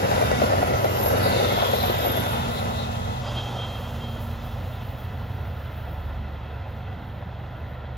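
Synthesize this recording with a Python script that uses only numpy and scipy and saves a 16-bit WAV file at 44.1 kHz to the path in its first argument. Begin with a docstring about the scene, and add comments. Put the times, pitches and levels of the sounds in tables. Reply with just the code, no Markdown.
"""The last coaches of a passenger train rush past a few metres away, their wheels roaring on the rails.
Flat spots thump, loose steel clangs, and friction draws thin squeals and a falling screech from the wheels.
After about three seconds the train has passed and the wide stereo image narrows.
Flanges ring on as the roar recedes down the track, and a diesel truck,
idling beside the microphone throughout, is left throbbing."""
import sys
import numpy as np
from scipy import signal
from scipy.fft import rfft, irfft, next_fast_len
from scipy.io import wavfile
from scipy.ndimage import uniform_filter1d

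SR = 44100
rng = np.random.default_rng(int(sys.argv[2]) if len(sys.argv) > 2 else 0)


def unload_wav(signal):
    """Save mono or channel-first audio to the path in sys.argv[1] as 16-bit WAV at rate SR, clipped to [-1, 1]."""
    wavfile.write(
        sys.argv[1],
        SR,
        np.round(np.clip(np.atleast_2d(signal).T, -1, 1) * 32767).astype(np.int16),
    )


N = 351477
TIME = np.arange(N) / SR
SPEED_M_S, SOUND_M_S, NEAREST_M = 25, 343, 9.3
TAIL_S = 2.62  # the last coach has passed
DIRECT_ONLY = np.c_[[1, 0]]  # sources have two rows: direct and scattered sound
# Passing groups of bogies. Each row: time abreast in seconds, relative swell in dB.
BOGIES = [(.26, 5), (1.36, 4.5), (2.15, 2.5)]


def gain_of(db):
    """Amplitude ratio of a level in decibels."""
    return 10 ** (np.asarray(db) / 20)


def unit_rms(x):
    """Normalisation to unit mean power."""
    return x / np.sqrt(np.mean(x ** 2) + 1e-20)


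def along(rows, t):
    """Linear interpolation of each column of a curve at the times t."""
    s, *columns = np.transpose(rows)
    return [np.interp(t, s, c) for c in columns]


def across(rows, hz):
    """Interpolation of each column of a spectrum on a logarithmic frequency axis."""
    f, *columns = np.transpose(rows)
    return [np.interp(np.log(hz + 1), np.log(f + 1), c) for c in columns]


def bell(x, peak, width):
    """A Gaussian curve of height 1."""
    return np.exp(-((x - peak) / width) ** 2)


def flare(t, peak_s, rise_s, t60_s):
    """A Gaussian rise to height 1, then exponential decay."""
    decay = np.exp(-np.log(1000) * np.maximum(t - peak_s, 0) / t60_s)
    return bell(np.minimum(t, peak_s), peak_s, rise_s) * decay


def wander(rate_hz):
    """Random modulation: unit-power noise, low-passed at the given rate."""
    hz = np.fft.rfftfreq(4096, N / SR / 4096)
    slow = irfft(rfft(rng.standard_normal(4096)) / (1 + (hz / rate_hz) ** 4))
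    return np.interp(TIME, np.linspace(0, N / SR, 4096), unit_rms(slow))


def resonance(hz, width_hz):
    """A noise-driven resonance: a narrow band about a steady or moving frequency."""
    pole = np.exp(-np.pi * width_hz * 1.5 / SR)
    noise = rng.standard_normal((2, N)) + 1j * rng.standard_normal((2, N))
    baseband = signal.lfilter([1], [1, -2 * pole, pole * pole], noise)
    carrier = np.exp(2j * np.pi * np.cumsum(hz * np.ones(N)) / SR)
    return unit_rms((baseband * carrier).real)


def modal_noise(modes, pitch_ratio=1):
    """Superposition of noise-driven modes, shifted together by resampling."""
    size = next_fast_len(N + N // 8)
    hz = np.fft.rfftfreq(size, 1 / SR)
    power = sum(gain_of(db) ** 2 * SR / (np.pi * width) / (1 + ((hz - f) / width) ** 2) ** 2
                for f, width, db in modes)
    noise = irfft(rfft(rng.standard_normal((2, size))) * np.sqrt(power), size)
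    position = np.cumsum(pitch_ratio * np.ones(N))
    return np.array([np.interp(position, np.arange(size), row) for row in noise])


def tone(hz):
    """A unit-power sinusoid whose phase is the integral of its frequency."""
    return np.sqrt(2) * np.sin(2 * np.pi * np.cumsum(hz) / SR)


def doppler(hz, abreast_s):
    """Doppler effect: the frequency heard from a source riding past with the train."""
    past_m = SPEED_M_S * (TIME - abreast_s)
    return hz / (1 + SPEED_M_S / SOUND_M_S * past_m / np.hypot(past_m, NEAREST_M))


def diesel_idle(cycle_hz=8.08, beat_s=.108, waver_db=1.73, fade_db_per_s=.5):
    """Harmonics of the engine cycle beat roughly in step; their balance shifts as the train leaves."""
    # Engine orders. Each row: multiple, level beside the train in dB, level after it in dB, surge in dB.
    orders = [(6, -68, -42.5, 6), (10, -50, -55.5, -3), (12, -35, -41.5, 4), (14, -50, -52, 0),
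              (15, -36, -38.5, -2), (16, -51.5, -48, 0)]
    # The ninth order. Each row: time in seconds, level in dB.
    ninth = [(0, -39.5), (2.3, -42), (3.2, -39.5), (3.7, -45), (4.1, -43), (5.0, -49), (5.35, -38.5),
             (5.8, -36.5), (6.05, -33), (6.4, -38.5), (6.8, -40), (7.97, -39)]
    cycles = np.cumsum(cycle_hz * (1 + 0.00033 * wander(2.4))) / SR - cycle_hz * beat_s
    gone = .5 + .5 * np.tanh(TIME - 2.2)
    surge = bell(TIME, 6.1, 0.15)
    fade_db = fade_db_per_s * np.maximum(TIME - TAIL_S, 0)
    levels = [(order, beside_db + (gone_db - beside_db) * gone + surge_db * surge - fade_db)
              for order, beside_db, gone_db, surge_db in orders]
    levels.append((9, *along(ninth, TIME)))
    out = np.zeros(N)
    for order, db in levels:
        turns = order * cycles + 0.49 * rng.random() + 0.068 * wander(7.5)
        out += gain_of(db + waver_db * wander(1.0)) * np.sin(2 * np.pi * turns)
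    return np.sqrt(2) * out * DIRECT_ONLY


def coach_drone(hz=233.2, waver_hz=0.795, waver_db=1.5):
    """A low tone, slightly modulated in pitch and level, leaves with the last coach."""
    # The drone's envelope. Each row: time in seconds, level in dB.
    envelope = [(1.6, -50), (1.85, -32), (2.05, -45.5), (2.4, -32.5), (2.7, -40.5), (2.95, -37), (3.4, -48),
                (3.7, -45.5), (4.15, -41.5), (4.4, -42), (4.9, -57.5), (5.55, -48.5), (5.8, -67),
                (7.97, -67)]
    db, = along(envelope, TIME)
    hum = tone(hz + waver_hz * wander(7.2))
    return gain_of(db + waver_db * wander(9.8)) * hum * DIRECT_ONLY


def coach_boom(hz=89, width_hz=15):
    """The coach bodies boom in one low resonance."""
    # The boom's envelope. Each row: time in seconds, level in dB.
    envelope = [(0, -35.5), (2.2, -36), (3.6, -40.5), (4.2, -35), (5.1, -35), (6.2, -41), (7.97, -43)]
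    db, = along(envelope, TIME)
    return gain_of(db) * resonance(hz, width_hz)


def flange_squeaks(waver_hz=9, stutter_db=3.0):
    """Friction excites a single mode as a flange catches briefly."""
    # Squeaks. Each row: peak time in seconds, length in seconds, pitch in Hz, level in dB.
    squeaks = [(.55, 0.046, 3370, -47), (0.768, 0.04, 6120, -47), (1.0, .025, 7650, -53),
               (2.505, .03, 5050, -55), (3.16, 0.11, 4920, -58.5), (3.275, 0.055, 4925, -54)]
    out = np.zeros(N)
    for s, length, hz, db in squeaks:
        envelope = gain_of(db) / (1 + ((TIME - s) / length) ** 2) ** 2
        out += envelope * tone(hz + waver_hz * wander(83))
    return out * gain_of(stutter_db * wander(50)) * DIRECT_ONLY


def wheel_squeals(width_hz=55, halo_hz=300, halo_db=-8, stutter_db=0.5):
    """Gripping wheels squeal in thin resonances that slide down by the Doppler effect."""
    # Squeals. 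Each row: time abreast in seconds, pitch in Hz, time of tightest grip in seconds,
    # length in seconds, level in dB.
    grips = [(0.34, 10000, 0.28, 0.13, -58), (1.061, 11730, 1.02, 0.34, -43),
             (1.06, 11730, 1.065, 0.068, -32), (0.73, 12650, 1.65, 0.24, -45),
             (2.087, 11790, 1.83, 0.2, -37.5), (2.084, 11830, 2.092, 0.073, -34.5),
             (2.088, 11850, 2.205, 0.12, -41)]
    out = np.zeros((2, N))
    for abreast_s, hz, grip_s, length, db in grips:
        heard_hz = doppler(hz, abreast_s)
        squeal = resonance(heard_hz, width_hz) + gain_of(halo_db) * resonance(heard_hz, halo_hz)
        out += gain_of(db - stutter_db * wander(40)) * bell(TIME, grip_s, length) * squeal
    return out


def wheel_singing(hz=3206.3, waver_hz=5, stutter_db=0.8):
    """Friction sets one wheel mode singing and stirs its neighbours; damping lets them ring out."""
    # Catches. 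Each row: peak time in seconds, rise in seconds, 60 dB decay time in seconds, level in dB.
    catches = [(2.1, 0.19, .65, -41), (3.29, 0.037, .4, -44), (3.396, 0.04, 0.2, -33.5),
               (3.47, 0.031, 0.22, -40), (3.655, 0.084, 0.53, -37), (3.755, 0.023, .3, -43.5),
               (3.87, 0.048, 0.4, -46), (4.06, 0.066, 0.62, -42), (4.16, .04, 0.31, -56),
               (4.32, .025, 0.32, -54), (4.455, .03, .3, -54)]
    # Wheel modes. Each row: frequency in Hz, width in Hz, relative level in dB.
    modes = [(3196, 21, -4.5), (3250, 22, -14), (2620, 110, -9.5), (3600, 380, -11), (3950, 25, -15),
             (4960, 18, -20)]
    power = sum((gain_of(db) * flare(TIME, s, rise_s, t60_s)) ** 2 for s, rise_s, t60_s, db in catches)
    pure = tone(hz + waver_hz * wander(36.5)) * DIRECT_ONLY
    return np.sqrt(power) * gain_of(stutter_db * wander(35)) * (0.69 * pure + 0.4 * modal_noise(modes))


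def flange_rubs(level_db=-1, reach_hz=500, shudder_db=1.2):
    """Forced vibration: a flange rubbing the rail stirs the modes near the centre of its broad scrape."""
    # Rubs. Each row: peak time in seconds, length in seconds, centre in Hz, glide in Hz per second,
    # relative level in dB.
    rubs = [(1.596, .15, 3400, -1000, -41), (1.81, 0.06, 3960, 0, -38), (2.118, 0.44, 3450, -0.5, -38),
            (2.566, 0.071, 3845, 0, -40), (2.795, .08, 3800, 0, -39.5), (3.05, 0.199, 3600, -1, -50),
            (3.432, 0.29, 3420, 0.5, -48.5), (3.399, 0.041, 3332, 0, -44.5), (3.636, 0.048, 3300, 0, -49.5)]
    # The wheel modes that the flange stirs, in Hz.
    modes_hz = [2980, 3206, 3311, 3440, 3590, 3741, 3854, 3967, 4081, 4200]
    powers = np.array([(gain_of(db) * bell(TIME, s, length)) ** 2 + 1e-20
                       for s, length, _, _, db in rubs])
    centres = [hz + glide * np.clip(TIME - s, -2 * length, 2 * length)
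               for s, length, hz, glide, _ in rubs]
    centre_hz = np.average(centres, axis=0, weights=powers)
    weights = np.array([bell(hz, centre_hz, reach_hz) for hz in modes_hz])
    weights /= np.linalg.norm(weights, axis=0)
    ring = sum(w * resonance(hz, width_hz=28) for w, hz in zip(weights, modes_hz))
    envelope = np.sqrt(powers.sum(0)) * gain_of(level_db + shudder_db * wander(20))
    return envelope * (0.85 * ring + 0.52 * resonance(centre_hz, width_hz=750))


def wheel_screech(reach_hz=425, rough_db=2.5):
    """Friction drives inharmonic modes of a passing wheel; they fall together as the emphasis sinks."""
    # The slide. Each row: time in seconds, base pitch in Hz, strongest frequency in Hz, level in dB.
    slide = [(1.17, 3830, 4500, -55), (1.25, 3754, 4310, -36.5), (1.4, 3570, 3885, -36.5),
             (1.52, 3373, 3630, -35.5), (1.7, 3300, 3400, -35), (1.78, 3260, 3780, -36.5),
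             (1.9, 3240, 3690, -40), (2.2, 3187, 3330, -65)]
    # Screeching modes. Each row: ratio to the base pitch, relative level in dB.
    modes = [(.81, -2), (.94, -3), (1.0, 1.5), (1.04, 0.5), (1.11, -5), (1.165, -4.5), (1.24, 4), (1.29, 3)]
    base_hz, centre_hz, db = along(slide, TIME)
    weights = np.array([gain_of(mode_db) / (1 + ((base_hz * ratio - centre_hz) / reach_hz) ** 2)
                        for ratio, mode_db in modes])
    weights /= np.linalg.norm(weights, axis=0)
    ring = sum(w * resonance(base_hz * ratio, width_hz=72) for w, (ratio, _) in zip(weights, modes))
    return gain_of(db + rough_db * wander(70)) * (0.77 * ring + .66 * resonance(centre_hz, width_hz=620))


def steel_clangs(rise_s=.003):
    """Damped free vibration: each jolt sets one loose steel part ringing."""
    # Jolts. Each row: time in seconds, pitch in Hz, 60 dB decay time in seconds, level in dB.
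    jolts = [(.13, 1992, 0.31, -38), (.22, 2370, .25, -37), (.317, 1949, .35, -33), (.424, 1389, .35, -29),
             (0.767, 1280, .3, -28), (2.12, 1520, .4, -37), (2.26, 1500, .4, -39)]
    rings = sum(gain_of(db) * flare(TIME, s, rise_s, t60_s) * np.sin(2 * np.pi * hz * TIME)
                for s, hz, t60_s, db in jolts)
    return np.sqrt(2) * rings * DIRECT_ONLY


def bogie_ringing(length_s=0.36):
    """The wheel modes of each group of bogies swell and fall in pitch by the Doppler effect."""
    # Rolling wheels' modes. Each row: frequency when abreast in Hz, width in Hz, level in dB.
    modes = [(1485, 20, -40.5), (1572, 18, -43.5), (2230, 29, -49.5), (2410, 29, -55), (2696, 21, -49),
             (2790, 35, -47.5), (3630, 110, -45.5)]
    return sum(bell(TIME, s, length_s) * modal_noise(modes, doppler(1, s)) for s, _ in BOGIES)


def rail_ringing(drift=0.00396, waver_db=2.0):
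    """Forced vibration: the rails ring in drifting modes as strongly as the wheels grind on them."""
    # Rail modes. Each row: frequency in Hz, width in Hz, level relative to the grind in dB.
    modes = [(444, 30, -8.5), (742, 41, -6), (990, 19, -12.5), (1378, 45, -14.5), (1737, 20, -18),
             (1956, 12, -20), (1990, 13, -17.5), (2616, 43, -19.5)]
    t = TIME[::256]
    _, _, grind_db, _ = rolling_levels(t)
    envelope = gain_of(np.interp(TIME, t, grind_db) + waver_db * wander(3.5))
    return envelope * modal_noise(modes, 1 + drift * wander(2.86))


def flat_spots(fall_db_per_decade=36):
    """Periodic impact: one knock a wheel turn, delayed and weakened by distance, as (s, dB, Hz)."""
    # Flat wheels. Each row: time abreast in seconds, seconds per turn, relative peak in dB, pitch in Hz.
    wheels = [(.314, .102, -5.5, 620), (1.836, .103, -11.5, 698)]
    knocks = []
    for abreast_s, turn_s, db, hz in wheels:
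        for since_s in np.arange(-2, 9) * turn_s:
            distance_m = np.hypot(NEAREST_M, SPEED_M_S * since_s)
            delay_s = (distance_m - NEAREST_M) / SOUND_M_S
            loss_db = fall_db_per_decade * np.log10(distance_m / NEAREST_M)
            knocks.append((abreast_s + since_s + delay_s, db - loss_db, hz))
    return knocks


def thumps(level_db=-2, bounce_s=0.01, bounce_db=-6.5, clatter_per_s=45, crack_db=-17, crack_s=0.0025):
    """Impacts ring wheel and track, crack if near and bounce twice; loose gear clatters in between."""
    # Modes of wheel and track. Each row: frequency in Hz, width in Hz, relative level in dB.
    modes = [(456, 134, -3), (628, 157, 3.5), (787, 89, -6), (1350, 240, -8.5), (2040, 200, -20.5)]
    # Single knocks of wheels on the track, many on the flat wheels' beat.
    # Each row: start in seconds, relative peak in dB, pitch in Hz.
    single_knocks = [(.179, -12, 600), (.224, -9, 590), (.437, -12, 540), (.532, -12, 560),
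                     (.582, -10, 593), (.626, -15, 700), (.844, -8, 648), (.867, -14, 600),
                     (1.03, -15, 700), (1.061, -14.5, 640), (1.103, -15, 640), (1.153, -12.5, 660),
                     (1.196, -15, 640), (1.26, -12, 600), (1.36, -14, 630), (1.399, -12, 630),
                     (1.409, -11.5, 660), (1.429, -13.5, 590), (1.522, -10.5, 520), (1.573, -11.5, 600),
                     (1.621, -12.5, 630), (1.737, -12, 634), (1.897, -9.5, 540), (2.05, -13, 700),
                     (2.067, -14, 620), (2.173, -14, 601), (6.661, -29, 796), (7.224, -27, 790)]
    mode_hz, width, mode_db = np.transpose(modes)[:, :, None]
    main_hz = modes[1][0]
    gaps, sizes = rng.random((300, 2)).T
    clatter_s = np.cumsum(-np.log(gaps)) / clatter_per_s  # Poisson arrivals
    clatter = [(s, -35 + 9 * size + np.interp(s, [2.1, 3.6], [0, -16]), main_hz)
               for s, size in zip(clatter_s, sizes) if s < 4]
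    knocks = [(s, level_db + db, hz) for s, db, hz in flat_spots() + single_knocks]
    bounces = [(s + bounce_s * (k + rng.uniform(-0.351, 0.197)), db + k * bounce_db, hz)
               for s, db, hz in knocks for k in (1, 2)]
    out, age = np.zeros((2, N)), TIME[:2000]
    envelopes = gain_of(mode_db) * width * age * np.exp(-np.pi * width * age)
    lowpass = signal.butter(2, 2800, fs=SR)
    for s, db, hz in knocks + bounces + clatter:
        detune = 1 + 0.067 * rng.uniform(-1.12, 1, (2, *mode_hz.shape))
        pitch = mode_hz * hz / main_hz * detune
        ring = (envelopes * np.sin(2 * np.pi * (pitch * age + rng.random(pitch.shape)))).sum(1)
        ring /= abs(ring).max(1, keepdims=True)
        noise = unit_rms(signal.lfilter(*lowpass, rng.standard_normal(ring.shape)))
        crack = noise * np.exp(-age / crack_s) * (s < TAIL_S)
        out[:, round(s * SR):][:, :len(age)] += gain_of(db) * (ring + gain_of(crack_db) * crack)
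    return out


def fizz_level(t, rise_s=0.028, t60_s=0.75, flicker_db=2.0):
    """Amplitude modulation of the top treble, in dB: a faint fizz flickers and now and then flares."""
    # The fizz's envelope. Each row: time in seconds, level in dB.
    envelope = [(0, -51), (.6, -55.5), (1.05, -50.5), (2.4, -53), (3.1, -64), (4.5, -63), (5.8, -60.5),
                (6.3, -68), (7.97, -71.5)]
    # Flares. Each row: peak time in seconds, height above the envelope in dB.
    flares = [(3.81, 5), (4.22, 14.5), (4.46, 6), (4.83, 7), (5.0, 5), (5.4, 2), (5.78, 3), (6.69, 5)]
    db, = along(envelope, t)
    flare_db = sum(up_db * flare(t, s, rise_s, t60_s) for s, up_db in flares)
    return db + flare_db + flicker_db * np.interp(t, TIME, wander(7.3))


def rolling_levels(t, radiating_m=21.3, swell_s=0.56, far_s=6.3, fade_db_per_s=1.17):
    """Attenuation with distance, in dB: each band swells as bogies pass, then sinks to a far roar."""
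    # Rumble, roar, grind and hiss. Each row: level alongside in dB, fall in dB per tenfold distance,
    # far-off level in dB, factor on the bogie swell.
    bands = [(-40, 28, -45.5, 1.33), (-33, 42, -45, 1.29), (-39.5, 43, -48, 1.5), (-50.5, 43, -79, 1.4)]
    near_db, fall_db, far_db, share = np.transpose(bands)[:, :, None]
    distance_m = np.hypot(radiating_m, SPEED_M_S * np.maximum(t - TAIL_S, 0))
    swell_db = sum(db * bell(t, s, swell_s) for s, db in BOGIES)
    train = gain_of(near_db + share * swell_db - fall_db * np.log10(distance_m / radiating_m))
    far_roar = gain_of(far_db - fade_db_per_s * np.maximum(t - far_s, 0))
    return 20 * np.log10(np.hypot(train, far_roar))


def mottle(shape, frames, bins):
    """A random field, correlated over neighbouring time frames and frequency bins."""
    smooth = uniform_filter1d(rng.standard_normal(shape), size=frames, axis=0)
    return unit_rms(uniform_filter1d(smooth, size=bins, axis=1))


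def rolling_roar(near_patch_db=2.0, far_patch_db=1.0, flicker_db=0.73, sway_db=0.33):
    """Roughness excitation: steel on steel gives broad noise that dulls and evens out with distance."""
    # Spectra. Each row: frequency in Hz, then relative level in dB alongside, just past and far off.
    spectra = [(20, -24, -16, -17), (37.8, -17, -23, -10), (54, -2.5, -1.5, 1), (80, -4, -2, 11.5),
               (147, -8.5, -2, -1), (235, -3.5, -3.5, -15), (289, -12.5, -14, -1), (461, -1, -10.5, -17),
               (520, 3.5, -5, -2.5), (767, -2.5, -6.5, -10), (1047, -6.5, -9.5, -21),
               (1115, -12, -12.5, -47), (1360, -5.5, -10, -21.5), (1600, -16, -20, -14),
               (2060, -15.5, -22, -10), (2340, -23.5, -28.5, -14.5), (2590, -18.5, -19, -30.5),
               (3010, -19, -24.5, -23), (3310, -23, -22, -20), (4280, -26, -30, -24.5),
               (4600, -25.5, -34, -26), (7430, -31, -36, -66), (8850, -35.5, -42, -105),
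               (11350, -23, -30, -55), (14230, -25.5, -31.5, -4), (16500, -46, -37, -38)]
    # The retreat. Each row: time in seconds, stage (0 alongside, 1 just past, 2 far off).
    retreat = [(2.1, 0), (2.8, 0.98), (4.0, 1.066), (5.2, 1.166)]
    # Rumble, roar, grind, hiss and fizz. Each row: lower edge in Hz, upper edge in Hz.
    edges = [(150, 260), (330, 1100), (1100, 2900), (5100, 7800), (13000, 15900)]
    hz, t = np.fft.rfftfreq(1024, 1 / SR), np.arange(N // 256 + 5) * 256 / SR
    stage, = along(retreat, t)
    field_db = sum(np.outer(np.maximum(1 - abs(stage - k), 0), db)
                   for k, db in enumerate(across(spectra, hz)))
    levels = [db + sway_db * np.interp(t, TIME, wander(1.3)) for db in rolling_levels(t)]
    levels.append(fizz_level(t))
    centres_hz = np.sqrt(np.prod(edges, axis=1))
    shares = across(np.c_[centres_hz, np.eye(len(edges))], hz)
    power = gain_of(field_db) ** 2
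    for (lo, hi), level_db, share in zip(edges, levels, shares):  # draw each band towards its level
        band_db = 10 * np.log10(power[:, (hz >= lo) & (hz < hi)].sum(1))
        field_db += np.outer(level_db - band_db, share)
    patch_db = np.interp(stage, [0, 1], [near_patch_db, far_patch_db])[:, None]
    field_db += patch_db * mottle(power.shape, frames=22, bins=3)
    field_db += flicker_db * mottle(power.shape, frames=4, bins=90)
    noise = rng.standard_normal((2, *power.shape)) + 1j * rng.standard_normal((2, *power.shape))
    frames = noise * gain_of(field_db) * np.sqrt(3 / 2)
    return signal.istft(frames.transpose(0, 2, 1), nperseg=1024, noverlap=768)[1][:, :N]


def microphone_pair(sound, image):
    """Partial coherence: the left hears direct sound, the right a phase-shifted mix with scattered."""
    size = next_fast_len(N + 2048)
    lead, coherence, balance_db = across(image, np.fft.rfftfreq(size, 1 / SR))
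    direct, scattered = rfft(sound, size)
    right = (coherence * direct + np.sqrt(1 - coherence ** 2) * scattered) * np.exp(-1j * lead)
    tilt = gain_of(balance_db)
    return irfft(np.array([direct * tilt, right]) * np.sqrt(2 / (1 + tilt ** 2)), size)[:, :N]


def scene(narrow_at_s=3.23, crossfade_s=0.057):
    """Superposition of train and truck, heard first wide, then narrow and a little brighter."""
    # The two stereo images. Each row: frequency in Hz, phase lead of the left in radians,
    # coherence from 0 to 1, level of left over right in dB.
    wide = [(60, -0.1, 0.97, -3.4), (130, -0.1, 0.94, -3.4), (250, 0.7, 0.68, -4.2), (400, 1.9, 0.88, 1.5),
            (800, 2.2, 0.77, 3.2), (1300, 2.9, 0.71, -2.1), (1800, 4.8, 0.49, -1.9),
            (2300, 6.8, 0.58, -1.6), (3100, 9.9, 0.5, 4.9), (4200, 12.7, 0.25, 4.7),
            (5500, 14.6, 0.07, 5.2), (7200, 18.8, 0.49, 3.7), (8200, 21.9, 0.69, 1.9),
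            (9300, 15.7, 0.9, 0.3), (10500, 12.7, 0.91, 0.1), (11800, 11.8, 0.93, -0.4),
            (13300, 9.4, 0.99, -0.0), (15000, 6.3, 0.96, 0.0)]
    narrow = [(60, -0.1, 1.0, -1.1), (250, -0.1, 0.99, -1.8), (700, 0.2, 0.88, -1.9),
              (1500, 0.5, 0.75, -1.5), (2200, 0.1, 0.97, 0.1), (3200, 0.4, 0.99, -0.2),
              (7200, -0.0, 1.0, 0.0), (8400, -2.8, 0.72, 0.4), (9300, -3.2, 0.97, 0.0),
              (10500, -5.6, 0.77, 0.1), (11800, -7.0, 0.77, 0.0), (13300, -9.5, 0.92, 0.0),
              (15200, -12.2, 0.91, -0.0)]
    sound = (rolling_roar() + coach_boom() + rail_ringing() + bogie_ringing() + thumps() + steel_clangs()
             + flange_rubs() + wheel_screech() + flange_squeaks() + wheel_singing() + wheel_squeals()
             + coach_drone() + diesel_idle())
    treble = signal.sosfilt(signal.butter(1, [3200, 8000], "bandpass", fs=SR, output="sos"), sound)
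    brighter = sound + 0.4 * treble
    narrowed = np.clip((TIME - narrow_at_s) / crossfade_s + .5, 0, 1)
    return (1 - narrowed) * microphone_pair(sound, wide) + narrowed * microphone_pair(brighter, narrow)


def record(dry, bass_hz=40, edge_hz=15850):
    """Band limiting: the microphone's bass roll-off, then a steep treble cut."""
    thinned = signal.sosfilt(signal.butter(5, bass_hz, "highpass", fs=SR, output="sos"), dry)
    lowpass = signal.firwin(511, edge_hz, window=("kaiser", 9), fs=SR)
    return signal.oaconvolve(thinned, lowpass[None], "same")


dry = scene()
out = record(dry)
unload_wav(out)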